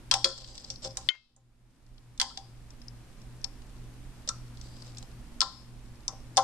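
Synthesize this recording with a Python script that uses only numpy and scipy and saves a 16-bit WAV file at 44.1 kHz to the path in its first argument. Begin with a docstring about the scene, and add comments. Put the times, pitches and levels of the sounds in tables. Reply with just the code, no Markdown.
"""A small humming room: ventilation rumble, mains hum, hiss and a whine are steady noise bands and tones.
A hook lifts rubber bands over a plastic craft loom close to a camera, with a faint steady rub, and
stronger, squeaking slides at times. Each click is a snap, a crack and ringing peg modes over a base knock.
At about 1.1 s the hook's handle bumps the camera, which rings; the gain ducks and slowly recovers.
More clicks, taps and short rubs follow, closing with two clicks and strong knocks on the base."""
import sys
import numpy as np
from scipy import signal
from scipy.fft import rfft, irfft, next_fast_len
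from scipy.io import wavfile
from scipy.ndimage import uniform_filter1d, minimum_filter1d

SR = 44100
rng = np.random.default_rng(int(sys.argv[2]) if len(sys.argv) > 2 else 0)


def generate_wav(sig):
    """Save sig (samples, or channels by samples) to the path in sys.argv[1] as 16-bit PCM at SR."""
    pcm = np.round(np.clip(np.atleast_2d(sig).T, -1, 1) * 32767).astype(np.int16)
    wavfile.write(sys.argv[1], SR, pcm)


N = 283695
TIME = np.arange(N) / SR

# Stereo colour: the left port favours presence, the right one treble.
# Each row: frequency in Hz, left-right difference in dB.
PORTS = [(1000, 2.5), (2300, 1.5), (3400, -3), (4200, 4), (5300, 10), (6100, -7.5), (7500, -16),
         (10000, -27), (16000, -23)]
# Resonances of the loom's base on the table. Each row: frequency in Hz, relative level in dB, t60 in seconds.
BASE_MODES = [(178, 9, 0.11), (301, -5, 0.069), (364.6, 1, .08), (470, -11, .04), (534.5, -0.5, .17),
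              (608, 2, 0.056), (707, -7, 0.054), (781.3, 2, 0.095), (849, -5.5, 0.091), (933, -5, 0.085),
              (1041.8, 2, 0.11), (1154, -7, 0.087), (1288, -4, 0.076), (1350, -2.5, 0.094),
              (1502, -3, 0.065), (1660, 3.5, 0.033), (1726, 0.5, 0.045), (2020, 1.5, 0.065)]
# Bands sliding along the hook. Each row: start in seconds, length in seconds, peak friction in dB,
# squeak above the friction in dB, squeak start in Hz, squeak end in Hz.
SLIDES = [(0.204, 0.57, -47.5, -5, 4360, 5220), (0.817, 0.069, -37.5, -5, 5324, 5150),
          (0.892, 0.036, -54.5, 5, 5100, 5250), (0.937, 0.29, -53.5, -8, 4716, 5284),
          (4.274, 0.015, -40.5, -2, 4900, 5200), (4.536, 0.43, -59.5, -4, 4500, 4970),
          (4.93, 0.14, -68, -2, 5130, 5230), (6.362, 0.0068, -43.5, -5, 5100, 5300)]


def from_db(db):
    """Decibels to gain."""
    return 10 ** (np.asarray(db) / 20)


def rms_one(x, count=None):
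    """Scale so that the first count samples have rms 1."""
    return x / np.sqrt(np.mean(x[..., :count] ** 2) + 1e-20)


def at_hz(points, hz):
    """Read a curve on a log-frequency axis."""
    f, value = np.transpose(points)
    return np.interp(np.log(np.maximum(hz, 1)), np.log(f), value)


def pan(lean_db):
    """Left and right gains of mean power 1; positive leans left."""
    gains = from_db(np.array([[.5], [-.5]]) * lean_db)
    return gains / np.sqrt(np.mean(gains ** 2, axis=0))


def noise(spectrum, size=N, channels=2, ported=False):
    """Coloured noise of rms 1, if ported as the two ports hear it."""
    padded = next_fast_len(size)
    hz = np.fft.rfftfreq(padded, 1 / SR)
    gain = from_db(at_hz(spectrum, hz))
    if ported:
        gain = gain * pan(at_hz(PORTS, hz))
    white = rfft(rng.standard_normal((channels, padded)))
    return rms_one(np.fft.irfft(white * gain, padded)[:, :size])


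def drift(rate):
    """Random wander of rms 1, with rate knots per second joined by straight lines."""
    knots = rng.standard_normal(int(N / SR * rate) + 2)
    return rms_one(np.interp(TIME * rate, np.arange(len(knots)), knots))


def decay(t, t60):
    """Falls 60 dB in t60 seconds."""
    return from_db(-60 * t / t60)


def add(out, s, sound):
    """Mix a sound in at time s."""
    start = max(round(s * SR), 0)
    out[:, start:start + sound.shape[-1]] += sound[..., :max(N - start, 0)]


def emphasis(hz, centre_hz, octaves):
    """Where a blow lands decides which modes it favours."""
    return 1 / (1 + (np.log2(hz / centre_hz) / octaves) ** 2)


def emphasised(spectrum, centre_hz, octaves):
    """A noise spectrum in dB, shaped by where the blow lands."""
    return [(hz, db + 20 * np.log10(emphasis(hz, centre_hz, octaves))) for hz, db in spectrum]


def background(air_db=-47.0, hiss_db=-60.5, whine_db=-74.0, waver_rate=11, hum_lean_db=2.0, air_side_db=-14.5):
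    """Ventilation rumble, a wavering mains hum, microphone hiss and a thin electronic whine."""
    # Ventilation. Each row: frequency in Hz, relative density in dB.
    air_colour = [(15, -2), (28, 5), (42, 1), (57, 1), (72, -6.5), (95, -20.5), (170, -12.5), (205, -16),
                  (240, -15), (290, -15), (440, -25), (1000, -28.5), (2500, -36.5), (6000, -51.5),
                  (16000, -76.5)]
    # Stereo tilt of the rumble. Each row: frequency in Hz, left-right difference in dB.
    air_lean = [(25, -6.5), (60, -4.5), (120, 2.5), (250, 1.5), (1000, 3)]
    # Microphone hiss. Each row: frequency in Hz, relative density in dB.
    hiss_colour = [(200, 3), (2500, -2.5), (5000, -5), (9000, -7.5), (12000, -10), (13500, -19.5),
                   (16000, -36)]
    # Mains hum. Each row: frequency in Hz, steady level in dB, wavering level in dB.
    hum_tones = [(120.1, -57.5, -52), (239.8, -65.5, -65)]

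    hum = 0
    for hz, steady_db, waver_db in hum_tones:
        waver = (drift(waver_rate) + 1j * drift(waver_rate)) / np.sqrt(2)
        swing = from_db(steady_db) + from_db(waver_db) * waver
        hum = hum + np.sqrt(2) * np.real(swing * np.exp(2j * np.pi * hz * TIME))
    whine = np.sin(2 * np.pi * 8810 * TIME + drift(32)) * pan(-20.0)
    mid, side = noise(air_colour)
    air = rfft(mid + from_db(air_side_db) * side * [[1], [-1]])
    air = irfft(air * pan(at_hz(air_lean, np.fft.rfftfreq(N, 1 / SR))), N)
    hiss = noise(hiss_colour)
    return from_db(air_db) * air + pan(hum_lean_db) * hum + from_db(hiss_db) * hiss + from_db(whine_db) * whine


def room(x, early_db=-6.5, early_t60=0.083, late_db=-14.5, gap_s=0.0034):
    """Quick reflections from table and hands, then a tail that dies band by band."""
    # Tail decay. Each row: frequency in Hz, t60 in seconds.
    tail_t60 = [(300, 0.28), (1000, 0.4), (1500, 0.32), (2400, 0.1), (3300, .45), (5300, 0.47), (6500, 0.2),
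                (8000, 0.57), (14000, 0.15)]
    # Tail colour. Each row: frequency in Hz, relative level in dB.
    tail_colour = [(300, -2.5), (1200, -2), (2300, -3), (3300, -2), (4400, -5), (5400, 4.5), (6600, 1.5),
                   (9000, -7)]

    t = TIME[:SR * 2 // 3]
    edges = np.geomspace(200, 16000, 22)
    late = 0
    for low, high in zip(edges, edges[1:]):
        bandpass = signal.butter(2, [low, high], "band", fs=SR, output="sos")
        band = signal.sosfilt(bandpass, rng.standard_normal((2, len(t))))
        hz = np.sqrt(low * high)
        late = late + from_db(at_hz(tail_colour, hz)) * band * decay(t, at_hz(tail_t60, hz))
    early = rng.standard_normal((2, len(t))) * decay(t, early_t60)
    onset = 1 - np.exp(-(t / gap_s) ** 2)
    response = from_db(early_db) * rms_one(early * onset) + from_db(late_db) * rms_one(late * onset)
    response = response / np.sqrt(len(t))
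    # the ports sit close together, so long waves reach both alike
    side = signal.sosfilt(signal.butter(2, 2500, "high", fs=SR, output="sos"), response[1])
    response = (response[0] + side * [[1], [-1]]) / np.sqrt(2)
    return signal.fftconvolve(x, response, axes=1)[:, :N]


def sliding(resting_db=-71, swell_exponent=0.87):
    """Strength of friction and squeak: each slide swells and fades in one arch as the hook speeds up and stops."""
    # bands creep under the fingers all the time
    friction, sticking = from_db(resting_db), 0
    for s, length, db, squeak_db, _, _ in SLIDES:
        progress = np.clip((TIME - s) / length, 0, 1)
        arch = from_db(db) * np.sin(np.pi * progress) ** swell_exponent
        friction = friction + arch
        sticking = sticking + from_db(squeak_db) * arch
    return friction, sticking


def rubbing(friction, lean_db=0.0, slips_per_s=90, slip_t60=0.012, groan_db=-9.0, groan_hz=620, groan_octaves=0.49):
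    """Rubber hisses along the hook under an uneven pull with many tiny slips; the force makes the base groan."""
    # Rubber hiss. Each row: frequency in Hz, relative density in dB.
    rub_colour = [(100, -7.5), (330, -1), (440, -19.5), (530, 6), (680, -12), (1000, -12.5), (1500, -11.5),
                  (2100, -14), (3000, -3), (4200, 3.5), (5000, 4.5), (6900, -4), (7800, 4), (9000, -25.5),
                  (14000, -47)]

    pull_db = 2.2 * drift(45) + 1.5 * drift(300)
    slips = (rng.random(N) < slips_per_s / SR) * rng.exponential(1, N)
    bursts = rms_one(signal.lfilter([1], [1, -decay(1 / SR, slip_t60)], slips + 1e-18))
    grip = rms_one(1 + from_db(-3) * bursts)
    force = friction * from_db(pull_db) * grip
    t = TIME[:SR // 8]
    base = 0
    for hz, db, t60 in BASE_MODES:
        strength = from_db(db) * emphasis(hz, groan_hz, groan_octaves)
        base = base + strength * np.sin(2 * np.pi * hz * t) * decay(t, t60)
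    groan = signal.fftconvolve(force * rng.standard_normal(N), base / np.linalg.norm(base))[:N]
    hiss = force * pan(lean_db) * noise(rub_colour, ported=True)
    return hiss + from_db(groan_db) * pan(3.0) * groan


def squeak(sticking, lean_db=9.0, flutter_rate=520):
    """A narrow, noisy tone of sticking rubber that glides as each slide stretches the band."""
    stretch = []
    for s, length, _, _, start_hz, end_hz in SLIDES:
        stretch += [(s, start_hz), (s + length, end_hz)]
    hz = np.interp(TIME, *np.transpose(sorted(stretch)))
    # random flutter of level and phase widens the tone into a band
    flutter = drift(flutter_rate) + 1j * drift(flutter_rate)
    return sticking * pan(lean_db) * np.real(flutter * np.exp(2j * np.pi * np.cumsum(hz) / SR))


def grazes(friction, count=120):
    """The hook's tip grazes pegs at random, more often and harder in strong slides, too weakly to move the base."""
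    idle_per_s, idle_db = 1.4, -63.5
    sliding_per_s, over_rub_db = 16, -3.5
    centre_hz, spread_octaves, spread_db = 5180, 0.38, -1.5

    out, t = np.zeros((2, N)), TIME[:SR // 25]
    # one possible graze in each of count equal time slots
    moments = ((np.arange(count) + rng.random(count)) * N / count).astype(int)
    for at, chance, (size, pitch) in zip(moments, rng.random(count), rng.standard_normal((count, 2))):
        sliding_db = 20 * np.log10(friction[at]) + over_rub_db
        rate = sliding_per_s if sliding_db > idle_db else idle_per_s
        if chance < rate * N / SR / count:
            db = max(sliding_db, idle_db) + spread_db * size
            hz = centre_hz * 2 ** (spread_octaves * pitch)
            add(out, at / SR, from_db(db) * peg_click(t, hz, octaves=0.38, lean_db=4.5))
    return out


def ticks(trim_db=3.5):
    """The hook's tip taps a peg without moving the base."""
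    # Light taps. Each row: start in seconds, level in dB before the trim, centre in Hz, width in octaves,
    # left-right difference in dB.
    taps = [(0.4447, -42, 4250, 0.48, 9), (0.4864, -49.5, 5200, .5, 13), (0.553, -45, 5650, 0.55, -6),
            (0.579, -38.5, 5270, 0.52, 3), (0.598, -50, 5580, 0.65, -2), (0.647, -39.5, 4900, 0.17, 4),
            (0.759, -43, 4950, .25, 5), (0.9086, -50, 5150, 0.28, 6.5), (1.8647, -58, 4900, 0.49, -3),
            (1.9803, -51, 4330, 0.55, 2), (2.177, -46.5, 6400, 0.66, -2), (2.705, -51, 5650, 0.4, 3.5),
            (2.817, -52, 5000, 0.46, 5), (2.883, -41.5, 5300, 0.13, 11), (3.2164, -57.5, 5370, .3, 4),
            (3.4154, -58, 5760, 0.35, 2), (4.572, -55, 4680, 0.42, 2), (4.613, -48.5, 6020, 0.52, 5),
            (4.8215, -50.5, 4940, .2, 10), (4.9709, -47, 5330, 0.59, 5), (4.983, -45, 7150, 0.46, 4)]

    out, t = np.zeros((2, N)), TIME[:SR // 20]
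    for s, db, hz, octaves, lean_db in taps:
        add(out, s, from_db(db + trim_db) * peg_click(t, hz, octaves, lean_db))
    return out


def camera_bump(rise_s=0.0019, clack_t60=0.04, clack_octaves=0.87):
    """The blow rings the camera body, mostly at the left port; the handle's own clatter goes out into the room."""
    # Handle against camera: start in seconds, peak in dB before panning, left-right difference in dB.
    bump = (1.0884, 23.6, 18)
    # Camera body. Each row: frequency in Hz, relative level in dB, t60 in seconds.
    camera_modes = [(1450, -36, 0.081), (2052, -8, 0.015), (2123, -30, 0.18), (2620, -58, 0.39),
                    (3100, -11, 0.056), (3220, -42, 0.23), (3420, 7, 0.0072), (3580, 0, 0.0095),
                    (4100, -6, .009), (4410, -13.5, 0.019), (5210, -26.5, 0.028), (6650, -46.5, 0.11),
                    (7600, -14.5, 0.004), (10700, -6, 0.0024)]
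    # The handle clacks and rebounds. Each row: start in seconds, level in dB before the decay, centre in Hz.
    handle_clacks = [(1.0888, -2.5, 2960), (1.104, -11.5, 1250), (1.139, -24, 1500), (1.151, -21.5, 1860)]
    # Handle noise. Each row: frequency in Hz, relative density in dB.
    clack_colour = [(300, 0), (1400, 2.5), (2200, 8.5), (3500, 1.5), (5200, 3.5), (7000, -11),
                    (9000, -15.5), (14000, -28.5)]

    s, level_db, lean_db = bump
    body, clatter, t = np.zeros((2, N)), np.zeros((2, N)), TIME[:SR // 2]
    ring = sum(from_db(db) * np.sin(2 * np.pi * hz * t) * decay(t, t60) for hz, db, t60 in camera_modes)
    ring = ring * (1 - np.exp(-t / rise_s))
    add(body, s, from_db(level_db) * pan(lean_db) * ring / np.abs(ring).max())
    for at, clack_db, centre_hz in handle_clacks:
        colour = emphasised(clack_colour, centre_hz, clack_octaves)
        clack = noise(colour, size=len(t), channels=1) * decay(t, clack_t60)
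        add(clatter, at, from_db(clack_db) * pan(4.9) * clack)
    return body, clatter


def base_knock(t, centre_hz, octaves, swell_s=0.0089, scatter_db=0.5, detune=0.0016, rattle_t60=0.18,
               chatter_t60=0.0099, rattle_db=-7):
    """The base takes the blow and rattles briefly; each knock's modes vary slightly in pitch at random."""
    ring = 0
    for hz, db, t60 in BASE_MODES:
        strength = from_db(db + scatter_db * rng.standard_normal()) * emphasis(hz, centre_hz, octaves)
        phase = 2 * np.pi * (hz * (1 + detune * rng.standard_normal()) * t + rng.random())
        ring = ring + strength * np.sin(phase) * decay(t, t60)
    # while it chatters on the table the base is more heavily damped
    chatter = rng.standard_normal(len(t)) * decay(t, rattle_t60)
    rattle = signal.fftconvolve(chatter, ring * t * decay(t, chatter_t60))[:len(t)]
    knock = rms_one(ring * (1 - np.exp(-t / swell_s))) + from_db(rattle_db) * rms_one(rattle)
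    return rms_one(knock, count=1760)


def peg_click(t, centre_hz, octaves, lean_db, crack_db=5.5, crack_t60=0.02, snap_db=5.0, snap_t60=0.0038,
              note_db=3.0, note_t60=0.0036, rise_s=0.00086, scatter_db=-0.5):
    """A snap, a short crack and the damped ring of peg and hook; in narrow clicks the peg's own note stands out."""
    # Peg and hook. Each row: frequency in Hz, relative level in dB, t60 in seconds.
    peg_modes = [(1760, -5, 0.032), (2186, 3.5, 0.046), (2620, -9.5, 0.018), (3356, -1.5, 0.02),
                 (3464, 13, 0.033), (4600, -13, 0.02), (4480, -9, 0.028), (4800, -19.5, 0.026),
                 (5134, 6.5, 0.024), (5365, 8, 0.029), (5960, -2, 0.008), (6120, 0.5, 0.0067),
                 (6850, -7.5, 0.012), (7160, -5.5, 0.011), (7560, -5.5, 0.034), (8170, -7.5, 0.019),
                 (9250, -15.5, .014)]
    # Noise of the contact. Each row: frequency in Hz, relative density in dB.
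    crack_colour = [(600, -14), (1600, 7.5), (2400, 0), (3300, 5), (4300, 3.5), (5500, 1), (6500, -0.5),
                    (8000, 2), (10000, -9), (12000, -18), (16000, -18)]

    attack = 220   # samples over which levels are matched, 5 ms
    # pegs differ a little in pitch: brighter clicks ring higher
    pitch = (centre_hz / 5200) ** .3
    ring = 0
    for hz, db, t60 in peg_modes:
        scatter = scatter_db * rng.standard_normal((2, 1))
        strength = from_db(db + scatter) * emphasis(hz, centre_hz, octaves)
        mode_hz = hz * pitch * (1 + 0.013 * rng.standard_normal())
        phase = 2 * np.pi * (mode_hz * t + rng.random((2, 1)))
        ring = ring + strength * pan(at_hz(PORTS, hz)) * np.sin(phase) * decay(t, t60)
    colour = emphasised(crack_colour, centre_hz, octaves)
    crack = noise(colour, size=len(t), ported=True) * decay(t, crack_t60)
    snap = noise(colour, size=len(t), ported=True) * decay(t, snap_t60)
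    note = np.sin(2 * np.pi * (centre_hz * t + rng.random((2, 1)))) * decay(t, note_t60)
    click = from_db(note_db) * 1.2 / octaves * rms_one(note, attack) + rms_one(ring, attack)
    click = click + from_db(crack_db) * rms_one(crack, attack) + from_db(snap_db) * rms_one(snap, attack)
    click = click * (1 - np.exp(-t / rise_s))
    return pan(lean_db) * np.array([rms_one(side, attack) for side in click])


def loom(click_trim_db=2.0, knock_trim_db=-2.5, knock_lean_db=4.0):
    """Every contact sounds peg and base; returns the clicks, their share for the room, and the knocks."""
    # The hook or a band strikes a peg. Each row: start in seconds, click level in dB before its trim,
    # click centre in Hz, click width in octaves, left-right difference in dB, room share of the click in dB,
    # knock level in dB before its trim, knock centre in Hz, knock width in octaves.
    contacts = [(0.1124, -15.5, 4480, 0.66, 3.5, -1, -31, 1200, 0.44),
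                (0.139, -19, 5750, 1, 4, -3, -31.5, 810, 0.17),
                (0.244, -12, 4720, 0.72, 4.5, 2, -27, 480, 0.26),
                (0.2465, -12, 4720, 0.34, 0.5, -15, -32, 1370, 0.37),
                (0.2873, -37, 7340, 0.13, -16, -21.5, -47, 1450, 0.13),
                (0.303, -38, 5130, 0.43, 2, -1, -55, 1450, 0.19),
                (0.702, -29, 5570, 0.45, 4, -0.5, -51.5, 485, 0.73),
                (0.8476, -31.5, 5360, 0.53, 1.5, 0.5, -37.5, 490, 0.54),
                (0.9709, -28, 7180, 0.75, -2.5, -3.5, -45.5, 821, 0.6),
                (1.3637, -39.5, 7160, 0.24, -3, -2, -50, 680, 0.83),
                (2.1989, -16, 5000, .65, -2, -2.5, -32.5, 1730, 0.43),
                (2.214, -15.5, 4500, 0.88, 4, -3, -32, 908, 0.19),
                (2.3, -48, 3960, 0.44, 8, -1, -53.5, 1220, 0.1),
                (2.3737, -30.5, 4880, 0.61, 2.5, -4.5, -43, 806, 0.14),
                (3.443, -26, 5430, 0.45, 8, -15, -54, 810, 0.66),
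                (4.289, -24.5, 5990, 0.51, 1, -7.5, -42.5, 1280, 0.15),
                (5.406, -16, 5140, 0.51, 7.5, -9, -36, 1360, 0.074),
                (5.4152, -16.5, 4750, 0.68, 6, -1.5, -28.5, 1104, 0.3),
                (6.08, -25, 5960, 0.3, 2, -8, -45, 985, 0.3),
                (6.125, -58, 5000, 0.59, 3, -4, -51.5, 670, 0.13),
                (6.3703, -15.5, 6150, 0.7, 1, -4.5, -18, 740, 0.26),
                (6.3756, -16.5, 5230, 0.85, 2, -3, -19.5, 990, 0.28)]

    clicks, spread, knocks = np.zeros((2, N)), np.zeros((2, N)), np.zeros((2, N))
    t = TIME[:SR // 5]
    for s, click_db, click_hz, click_octaves, lean_db, room_db, knock_db, knock_hz, knock_octaves in contacts:
        click = from_db(click_db + click_trim_db) * peg_click(t, click_hz, click_octaves, lean_db)
        add(clicks, s, click)
        add(spread, s, from_db(room_db) * click)
        knock = from_db(knock_db + knock_trim_db) * base_knock(t, knock_hz, knock_octaves)
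        add(knocks, s, pan(knock_lean_db) * knock)
    return clicks, spread, knocks


def scene():
    """The loom and the bump in their room, over the background."""
    friction, sticking = sliding()
    touches = ticks() + grazes(friction)
    body, clatter = camera_bump()
    clicks, spread, knocks = loom()
    reflections = room(spread + clatter + from_db(-13) * touches)
    # the knocks get weaker early reflections and a stronger tail, so their pitches stay clear
    reflections = reflections + room(knocks, early_db=-11, late_db=-8)
    rubber = rubbing(friction) + squeak(sticking)
    return background() + rubber + touches + body + clatter + knocks + clicks + reflections


def gain_control(x, ceiling_db=-5.5, release_s=0.72, start_db=1.5):
    """Peaks over the ceiling pull the gain down at once; it creeps back over a second or two."""
    over_db = np.maximum(20 * np.log10(np.abs(x).max(axis=0) + 1e-9) - ceiling_db, 0)
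    fade = np.exp(-TIME / release_s)
    # the gain starts out already cut by start_db
    cut_db = np.maximum(np.maximum.accumulate(over_db / fade), start_db) * fade
    # hold and smooth over 1 ms
    return x * from_db(uniform_filter1d(minimum_filter1d(-cut_db, size=45), size=45))


def record(dry):
    """Gain control, then a steep low-pass cuts the top."""
    top_cut = signal.cheby2(12, 70, 16900, fs=SR, output="sos")   # stopband from 16900 Hz, 70 dB down
    return signal.sosfilt(top_cut, gain_control(dry))


dry = scene()
out = record(dry)
generate_wav(out)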